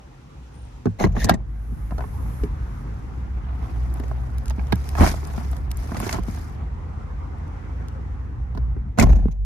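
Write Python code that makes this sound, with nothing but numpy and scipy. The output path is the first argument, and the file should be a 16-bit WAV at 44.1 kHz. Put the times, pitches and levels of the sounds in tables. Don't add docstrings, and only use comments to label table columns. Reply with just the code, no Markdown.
import sys
import numpy as np
from scipy import signal
from scipy.io import wavfile
from scipy.ndimage import uniform_filter1d

SR = 44100
rng = np.random.default_rng(int(sys.argv[2]) if len(sys.argv) > 2 else 0)


def unload_audio(sound):
    columns = np.transpose(np.atleast_2d(sound))
    steps = np.round(np.clip(columns, -1, 1) * 32767)
    wavfile.write(sys.argv[1], SR, steps.astype(np.int16))


N = 416744


def gain_of(db):
    return 10 ** (np.asarray(db) / 20)


def unit_rms(x):
    return x / np.sqrt(np.mean(x ** 2) + 1e-20)


def at_frequency(points, hz):
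    f, value = np.transpose(points)
    return np.interp(np.log(hz + 1), np.log(f + 1), value)


def add(mix, start, sound):
    part = mix[:, round(start * SR):][:, :sound.shape[1]]
    part += sound[:, :part.shape[1]]


def curves(rows):
    times, *columns = np.transpose(rows)
    t = np.arange(N) / SR
    window = np.clip(np.minimum(t - times[0], times[-1] - t) / 0.023, 0, 1)
    return window, [np.interp(t, times, column) for column in columns]


def held(start, length, rise, t60, after_db=0.):
    t = np.arange(N) / SR - start
    late = np.maximum(t - length, 0)
    return np.clip(t / rise, 0, 1) * gain_of(after_db * np.minimum(late / 0.0068, 1) - 60 * late / t60)


def wander(shape, span):
    return unit_rms(uniform_filter1d(rng.standard_normal(shape), size=span))


def noise(spectrum, patchy_db, flicker_db, size=1024):
    # f/Hz, coherence
    coherence = [(60, 1), (130, 0.99), (300, 0.86), (700, 0.086), (1500, 0.042), (4000, 0.073),
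                 (15000, 0.16)]
    frames, hz = 4 * N // size + 5, np.fft.rfftfreq(size, 1 / SR)
    a, b, c, d, patches = rng.standard_normal((frames, len(hz), 5)).T
    patches = unit_rms(uniform_filter1d(uniform_filter1d(patches, size=7, axis=0), size=9, axis=1))
    flicker = wander(frames, span=3)
    alike = at_frequency(coherence, hz)[:, None]
    delay = np.exp(-2j * np.pi * 0.00051 * hz)[:, None]
    left = a + 1j * b
    right = alike * delay * left + np.sqrt(1 - alike ** 2) * (c + 1j * d)
    gain = gain_of(at_frequency(spectrum, hz)[:, None] + patchy_db * patches + flicker_db * flicker)
    _, pair = signal.istft(gain * np.array([left, right]), nperseg=size, noverlap=3 * size // 4)
    return unit_rms(pair[:, :N])


def stick_slip(per_s, spread_db, t60, share):
    slips = gain_of(spread_db * np.minimum(rng.exponential(1, N), 3)) * (rng.random(N) < per_s / SR)
    slips = signal.lfilter([1], [1, -gain_of(-60 / (t60 * SR))], slips)
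    return unit_rms(1 - share + share * unit_rms(uniform_filter1d(slips, size=40)))


def two_bands(burst, centre_hz, spread):
    dull = signal.butter(2, [centre_hz / spread, centre_hz * spread], "bandpass", fs=SR, output="sos")
    sharp = signal.butter(2, [8000, 15000], "bandpass", fs=SR, output="sos")
    return unit_rms(signal.sosfilt(dull, burst)), unit_rms(signal.sosfilt(sharp, burst))


def arrive(pair, pan_db, own):
    right = np.sqrt(1 - own ** 2) * np.roll(pair[0], 3) + own * pair[1]
    return gain_of(np.array([[.5], [-.5]]) * pan_db) * np.array([pair[0], right])


def street():
    # t/s, then relative level/dB of rumble, tyre wash and far hiss
    levels = [(0.0, -50, -52.5, -65), (0.75, -40.5, -53.5, -63), (1.39, -35.5, -54, -72),
              (2.31, -27.5, -44.5, -62.5), (3.2, -30, -46.5, -65.5), (4.55, -30.5, -47.5, -82.5),
              (6.45, -31, -46.5, -67.5), (7.8, -35.5, -44.5, -65), (8.89, -28, -52, -75),
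              (9.1, -39.5, -61.5, -74), (9.45, -42, -88, -85.5)]
    # f/Hz, relative level/dB
    rumble_spectrum = [(12, -51), (20, -40), (36, -10.5), (59, 10), (86, -7), (116, -1.5), (150, -15),
                       (209, -14), (300, -26), (390, -45), (660, -120)]
    wash_spectrum = [(71, -37), (120, -3), (134, -4.5), (153, -20), (257, -13), (371, -19.5), (513, -19.5),
                     (617, -27), (773, -21), (1250, -24.5), (1800, -31.5), (2050, -32), (3500, -57),
                     (4550, -87), (7700, -120)]
    hiss_spectrum = [(1470, -18.5), (2500, -5), (4080, -11), (4500, -13), (5700, -12.5), (9290, -20.5),
                     (10300, -19), (13000, -20), (15500, -25)]
    # t/s, duration/s, level/dB
    shudders = [(1.02, 0.21, -23), (8.994, 0.12, -12)]
    _, (rumble_db, wash_db, hiss_db) = curves(levels)
    shake = sum(gain_of(db) * held(start, length, rise=0.07, t60=0.47) for start, length, db in shudders)
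    rumble = noise(rumble_spectrum, patchy_db=1.0, flicker_db=0.0, size=4096)
    wash = gain_of(wash_db + 4.5) * noise(wash_spectrum, patchy_db=2.0, flicker_db=-0.1)
    hiss = gain_of(hiss_db - 0.5) * noise(hiss_spectrum, patchy_db=.8, flicker_db=.6)
    return (gain_of(rumble_db - 1.0) + shake) * rumble + wash + hiss


def engines():
    # t/s of start, turn and end, firing f/Hz at each of the three, relative level/dB
    passes = [(1.354, 2.294, 2.36, 50.04, 59.43, 61.6, -33.5), (3.005, 3.482, 4.8, 61, 63.76, 55.9, -32.5),
              (3.67, 5.22, 5.8, 58, 72.24, 57.96, -28.5), (5.43, 6.414, 8.7, 71.3, 77.35, 87.5, -37.5),
              (6.409, 7.49, 7.4, 64, 43.54, 48.4, -36), (7.583, 8.163, 8.6, 56, 64, 60, -33.5)]
    out = np.zeros((2, N))
    for *course, db in passes:
        window, (hz,) = curves(list(zip(course[:3], course[3:])))
        phase = 2 * np.pi * (np.cumsum(hz) / SR + rng.random()) + np.array([[0], [.4]])
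        unsteady = 1 + 0.029 * wander(N, span=3000)
        tone = np.sin(phase) + gain_of(-16.5) * np.sin(2 * phase)
        out += gain_of(db + 3.0) * uniform_filter1d(window, size=6000) * unsteady * tone
    return out


def squeak():
    # t/s, f/Hz, level/dB
    course = [(0.535, 9000, -58), (0.585, 9100, -61), (0.78, 8900, -83)]
    window, (hz, db) = curves(course)
    flutter = abs(wander(N, span=400))
    return window * flutter * gain_of(db) * np.sin(2 * np.pi * np.cumsum(hz) / SR)


def struts():
    # t/s, level/dB
    levels = [(1.45, -77), (1.7, -64), (2.0, -60), (2.2, -57.5), (2.44, -57), (2.5, -73), (2.85, -66)]
    # f/Hz, relative level/dB
    spectrum = [(3530, -26), (6000, -15.5), (8500, -18), (9600, -5.5), (10600, -9), (11700, -2),
                (12800, -9), (13600, -6), (14400, -35), (15000, -41.5)]
    window, (db,) = curves(levels)
    return window * gain_of(db) * noise(spectrum, patchy_db=1.5, flicker_db=.5)


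def lock():
    # t/s, duration/s, motor f/Hz, level/dB of grind, treble, whine and octave, tail T60/s
    strokes = [(0.984, 0.072, 2000, -24, -43, -39, -46.5, 0.3),
               (1.145, 0.044, 1830, -28.5, -51, -50, -55.5, 0.2),
               (1.185, 0.072, 1823, -40.5, -40, -37, -50.5, 0.17),
               (1.253, 0.099, 1830, -29.5, -65.5, -41.5, -57, 0.24),
               (8.973, 0.068, 2055, -19.5, -34, -37, -53, 0.77)]
    # f/Hz, relative level/dB
    grind_spectrum = [(88, -15.5), (150, 0.5), (389, -10), (692, -6), (1310, -23), (1820, -22.5),
                      (2190, -34), (2420, -31), (3000, -36), (3900, -59.5), (6600, -120)]
    treble_spectrum = [(1290, -35), (2200, 5), (2430, 4), (3000, -5), (3930, -4), (4980, -8), (5450, -4.5),
                       (6520, 0), (7800, -19.5), (12600, -3), (15500, -27.5)]
    # step/dB of grind, treble, whine and octave
    end_steps = [-11.5, -20.5, -31.5, -24.5]
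    # t/s, grind level/dB, treble level/dB
    rattles = [(1.058, -27, -57), (1.119, -50, -60), (9.055, -34, -57), (9.09, -29.5, -52),
               (9.117, -31, -52), (9.154, -40, -56), (9.186, -40, -74), (9.224, -52, -79),
               (9.31, -61.5, -60)]
    grind = noise(grind_spectrum, patchy_db=2.0, flicker_db=2.0, size=256)
    treble = noise(treble_spectrum, patchy_db=2.0, flicker_db=1.5, size=256)
    pitch_waver, roughness = wander((2, N), span=150)
    t, out = np.arange(N) / SR, np.zeros((2, N))
    for start, length, hz, *levels_db, t60 in strokes:
        phase = 2 * np.pi * np.cumsum(hz + 110 * pitch_waver) / SR
        whine, octave = (1 + .7 * roughness) * np.sin([phase, 2 * phase])
        for part, db, step_db in zip((grind, treble, whine, octave), levels_db, end_steps):
            out += gain_of(db) * held(start, length, rise=0.021, t60=t60, after_db=step_db) * part
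    for start, grind_db, treble_db in rattles:
        puff = np.clip(np.minimum(t - start, start + 0.022 - t) / 0.0041, 0, 1)
        out += puff * (gain_of(grind_db) * grind + gain_of(treble_db) * treble)
    return out


def bag_friction():
    # t/s, drag level/dB, fizz level/dB
    levels = [(2.6, -68, -71), (2.95, -72, -68), (3.45, -51, -73), (3.65, -45.5, -59.5), (4.4, -50.5, -63),
              (4.71, -46, -61.5), (4.88, -44.5, -50), (4.95, -45, -53), (5.015, -14.5, -30.5),
              (5.035, -20, -33.5), (5.075, -23, -30.5), (5.13, -37.5, -42), (5.22, -44, -54.5),
              (5.38, -42, -50.5), (5.57, -52, -59), (5.72, -48.5, -69), (5.8, -47, -52), (5.93, -40, -52),
              (6.04, -36, -41.5), (6.14, -32, -41), (6.17, -37, -47), (6.21, -48, -62), (6.3, -47.5, -49.5),
              (6.45, -56, -55.5), (6.56, -50, -66), (6.7, -56, -96)]
    # f/Hz, relative level/dB
    drag_spectrum = [(59, -40), (100, -5), (192, -29), (283, -2), (417, -22), (521, -18.5), (579, -27),
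                     (671, -9.5), (3500, -35.5), (4550, -44), (7700, -120)]
    fizz_spectrum = [(1290, -11.5), (2200, -4.5), (2740, -16.5), (4160, -14.5), (5060, -10.5), (6630, -14),
                     (7740, -18), (9340, -15), (11800, -12), (13800, -11.5), (15500, -41)]
    drag = noise(drag_spectrum, patchy_db=2.5, flicker_db=1.5, size=512)
    drag *= stick_slip(per_s=250, spread_db=2.5, t60=.03, share=.55)
    fizz = noise(fizz_spectrum, patchy_db=2.0, flicker_db=-2.0, size=256)
    fizz *= stick_slip(per_s=210, spread_db=6.2, t60=0.0061, share=0.065)
    window, (drag_db, fizz_db) = curves(levels)
    return window * (gain_of(drag_db) * drag + gain_of(fizz_db) * fizz)


def bag_snaps():
    # t/s, relative level/dB of the sharp and the dull band
    clear_snaps = [(3.9384, -29, -69), (3.9973, -34, -63), (4.101, -53, -50), (4.113, -53, -47),
                   (4.3819, -30, -29.5), (4.4563, -34, -30), (4.4802, -40, -26.5), (4.4973, -38, -24.5),
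                   (4.574, -50, -52), (4.635, -50, -46), (4.669, -51, -36), (4.685, -44, -48),
                   (4.7557, -29, -28), (4.8888, -23, -23.5), (4.9504, -33, -32), (5.1632, -38, -38),
                   (5.25, -44, -30), (5.2714, -26, -48), (5.4377, -48, -45), (5.5129, -28.5, -67),
                   (5.5662, -36, -33), (5.706, -40, -33), (5.7139, -20, -19), (5.7703, -21, -62),
                   (5.9723, -27, -27), (6.0003, -17.5, -24.5), (6.1925, -40, -35), (6.234, -40, -31.5),
                   (7.383, -52, -49), (7.478, -52, -46), (7.883, -46, -32)]
    small_snaps = np.c_[rng.uniform(3.9, 5.4, size=30), rng.normal(-54, 6, size=(30, 2))]
    t, out = np.arange(1000) / SR, np.zeros((2, N))
    envelope = (1 - np.exp(-t / 0.0049)) * gain_of(-60 * (t / 0.0079) ** 2)
    for start, sharp_db, dull_db in [*clear_snaps, *small_snaps]:
        dull, sharp = two_bands(rng.standard_normal((2, len(t))), 4500, spread=2.66)
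        snap = envelope * (gain_of(dull_db) * dull + gain_of(sharp_db) * sharp)
        add(out, start, arrive(snap, pan_db=rng.normal(0, 3.5), own=0.69))
    return out


def booms():
    # t/s, relative level/dB, f/Hz, rise time/s, T60/s
    swells = [(1.032, -11.5, 43.4, 0.017, 0.39), (1.2, -11, 53.5, 0.055, 0.44),
              (2.198, -12, 53, 0.062, 0.39), (2.417, -4.5, 50, 0.0062, 0.061),
              (4.989, 6.5, 73.8, 0.017, 0.17), (4.996, -5, 43.5, 0.013, 0.25),
              (8.551, -10, 58.5, 0.052, 0.71), (9.019, -2.5, 47.38, 0.022, 0.88),
              (9.039, -23.5, 199.5, 0.022, 0.63), (9.377, -10, 49.5, 0.027, 0.37)]
    t, out = np.arange(SR) / SR, np.zeros((2, N))
    for start, db, hz, rise, t60 in swells:
        envelope = gain_of(db - 60 * t / t60) * (1 - np.exp(-t / rise)) ** 2
        phase = 2 * np.pi * hz * t + np.array([[0], [.55]])
        add(out, start, envelope * (np.sin(phase) + 0.13 * np.sin(2 * phase)))
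    return out


def panel_ring(t, excitation, ring_scale):
    # f/Hz, relative level/dB, T60/s before scaling by ring_scale
    panels = [(101.5, -3.5, 0.22), (136.5, -3, 0.082), (175, 0.5, 0.12), (226, 4, 0.078), (303.3, 3, 0.043),
              (405.5, -3.5, 0.058), (483, -12.5, 0.053), (627, -9, 0.035), (690, -7, 0.044),
              (840, -7.5, 0.03), (1010, -8.5, 0.04), (1243, -10.5, 0.024), (1405, -17.5, 0.038),
              (1570, -16, 0.059), (1830, -13, 0.026), (2170, -17.5, 0.027), (2570, -21.5, 0.03),
              (3300, -30.5, 0.018)]
    hz, db, t60 = np.transpose(panels)[:, :, None]
    detune, scatter_db, start_phase, side_phase = rng.standard_normal((4, len(panels), 1))
    envelope = gain_of(at_frequency(excitation, hz) + db + scatter_db - 60 * t / (ring_scale * t60))
    envelope *= 1 - np.exp(-t * hz / 0.89)
    contact = t[:1500]
    chatter = rng.standard_normal((2, len(contact))) * gain_of(-60 * contact / (ring_scale * 0.023))
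    force = (contact == 0) + 0.59 * chatter / np.linalg.norm(chatter[0])
    phase = 2 * np.pi * hz * (1 + 0.052 * detune) * t
    drive = np.clip(abs(force @ np.exp(-1j * phase[:, :len(contact)]).T), .5, 2)[:, :, None]
    apart = 3 * np.minimum(hz / 291, 1) ** 2 * side_phase
    modes = np.array([envelope / drive[side] * np.sin(phase + 3 * start_phase + side * apart)
                      for side in (0, 1)])
    ring = signal.fftconvolve(modes.sum(axis=1), force, axes=1)[:, :len(t)]
    return signal.sosfilt(signal.butter(3, 4200, fs=SR, output="sos"), ring)


def crack(t, db, hz, pan_db, ring_scale):
    dull, sharp = two_bands(rng.standard_normal((2, len(t))), hz, spread=1.47)
    dull *= gain_of(-60 * t / (ring_scale * 0.028)) + gain_of(-20 - 60 * t / 0.07)
    brighter_db = 0.45 * max(db + 28.5, 0)
    sharp *= gain_of(-3 + brighter_db - 60 * t / (ring_scale * 0.02))
    attack = 1 - np.exp(-t / 0.00099)
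    return gain_of(db) * attack * (arrive(dull, pan_db, own=0.97) + arrive(sharp, pan_db, own=0.4))


def blows():
    # t/s, relative level/dB of low, middle, high and top modes and of the crack,
    # crack f/Hz, left-over-right level/dB
    impacts = [(0.856, -19, -9, -21.5, -26, -42.5, 4500, -2), (0.868, -17, -15, -23, -36, -62, 2500, 1),
               (0.998, -32, -41, -26, -18, -36.5, 4000, 4), (1.04, -8.5, -10.5, -11, -9, -32, 3800, 0),
               (1.166, -20.5, -28, -21, -18, -65, 3000, -2), (1.243, -17, -25, -22, -30, -19, 6400, 1.5),
               (1.288, -25, -26, -14.5, -16, -33, 3800, 4), (1.294, -22, -18, 1, -1, -15.5, 3820, 0.5),
               (1.309, -12.5, -19, -10, -20, -36, 4000, -1), (1.319, -21.5, -39, -27, -20, -59, 3000, -2),
               (1.34, -20, -35, -37, -29, -34.5, 6200, 1.5), (1.72, -28, -33.5, -55, -57, -67, 3000, 1),
               (1.907, -38, -42, -31, -28, -54, 4000, -2), (1.918, -30.5, -36, -24, -45, -65, 3000, -2),
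               (1.981, -44, -30, -24.5, -33, -46, 4000, -4), (1.991, -45, -34, -25, -44, -64, 3000, 4),
               (2.006, -48, -34, -23, -25, -51, 4000, 4), (2.021, -47, -32, -27, -29, -59, 4000, -3),
               (2.039, -45, -27.5, -27, -30, -68, 3000, -6), (2.435, -27.5, -14, -35, -24, -44, 4000, 1),
               (3.999, -27, -26, -31, -31, -49, 3500, 0.5), (4.036, -42, -28, -39, -28, -48, 4500, -1),
               (4.113, -49, -29, -24.5, -50, -62, 3500, -6), (4.505, -45, -35, -22.5, -23, -37, 3500, -5),
               (4.583, -24.5, -31, -36, -47, -68, 3500, -6), (4.594, -43, -42, -26, -25, -55, 3220, -6),
               (4.7228, -31, -20, -16.5, -9.5, -25, 2930, -5), (4.7256, -12.5, -17, -9, -12, -28, 2980, -4),
               (4.952, -37, -32, -20, -15.5, -47, 3520, -3.5), (4.984, -30, -20, -16, -23, -48, 3500, 3),
               (5.007, -10.5, -18, -15.5, -11, -38, 3520, -8), (5.016, -11, -25, -12, -16, -40, 3000, 2),
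               (5.042, -18, -28, -11, -9, -43, 3500, -4), (5.063, -26, -24, -15, -11, -37, 4500, -4),
               (5.074, -24.5, -33, -14, -15, -26, 5000, -1), (5.094, -35, -34, -23, -17, -42, 4500, 2),
               (5.14, -34, -30, -23, -44, -54, 3500, -7), (5.23, -45, -28, -29, -34, -58, 3576, 3),
               (5.337, -44, -42, -29.5, -35, -60, 3500, -4), (5.379, -23.5, -35, -23, -30, -54, 3520, 1),
               (5.447, -33, -47, -44, -29, -50, 3470, -8), (5.53, -40, -46, -27.5, -39, -45, 3500, 0),
               (5.891, -38, -45, -30, -43, -60, 3500, 3), (5.918, -24.5, -43, -18.5, -35, -61, 3540, 0),
               (5.945, -39, -40, -30, -26, -44, 4500, -7), (5.967, -25.5, -35, -24.5, -17, -40, 4800, -6),
               (6.001, -26.5, -36, -18.5, -28, -52, 5060, -2),
               (6.03, -26.5, -27.5, -37, -28, -48, 4500, -7), (6.065, -35, -20, -24, -24, -37, 5000, -8),
               (6.092, -40, -38, -22, -8.5, -30.5, 5460, 0), (6.127, -30, -32, -19, -16, -23.5, 5470, -2),
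               (6.144, -28, -25.5, -28, -27, -45, 5000, -9), (6.185, -22, -22, -20, -32, -52, 3500, -5),
               (6.283, -24.5, -34.5, -31, -38, -53, 3500, 7), (6.35, -41, -41, -33, -34, -60, 3480, -3),
               (6.374, -43, -52, -28, -35, -47, 3500, -3), (8.549, -34, -36, -31.5, -42, -52, 3500, -4),
               (8.574, -31, -33, -23.5, -31.5, -46, 3560, -1.5), (8.764, -34, -28, -37, -42, -77, 2980, 0),
               (8.986, -9, -24, -7.5, -14, -24, 6900, -7), (8.997, -12, -34, -19, 1.5, -18, 6900, 7.5),
               (9.012, -12, -22, -26, -4, -40, 3000, -9), (9.024, -19, -26, -10, -24, -21, 6000, -2),
               (9.032, -11.5, -17, -9.5, -26, -39, 5500, -2), (9.255, -15.5, -13, -28, -35, -59, 2980, 2.5),
               (9.283, -22.5, -22, -30, -33.5, -57, 3040, -11)]
    t, out = np.arange(8000) / SR, np.zeros((2, N))
    for start, low_db, mid_db, high_db, top_db, crack_db, crack_hz, pan_db in impacts:
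        ring_scale = 0.79 if 3.5 < start < 6.7 else 0.46 if start > 9.1 else 1
        excitation = [(220, low_db), (405, mid_db), (623, high_db), (1320, high_db), (2000, top_db)]
        ring = arrive(panel_ring(t, excitation, ring_scale), pan_db, own=0.96)
        add(out, start, ring + crack(t, crack_db, crack_hz, pan_db, ring_scale))
    return out


def scene():
    background = street() + engines() + squeak()
    return background + struts() + lock() + bag_friction() + bag_snaps() + booms() + blows()


def record(dry):
    # f/Hz, gain/dB
    response = [(2000, 1.5), (7000, 4.5), (8300, 1.5), (9500, 2.5), (13300, -4), (14300, -8.5),
                (15500, -27)]
    hz = np.linspace(0, SR / 2, 257)
    colour = signal.firwin2(255, hz, gain_of(at_frequency(response, hz)), fs=SR)
    saturated = np.tanh(signal.oaconvolve(dry, colour[None], "same"))
    low_pass = signal.firwin(511, 15800, window=("kaiser", 9), fs=SR)
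    return signal.oaconvolve(saturated, low_pass[None], "same")


dry = scene()
out = record(dry)
unload_audio(out)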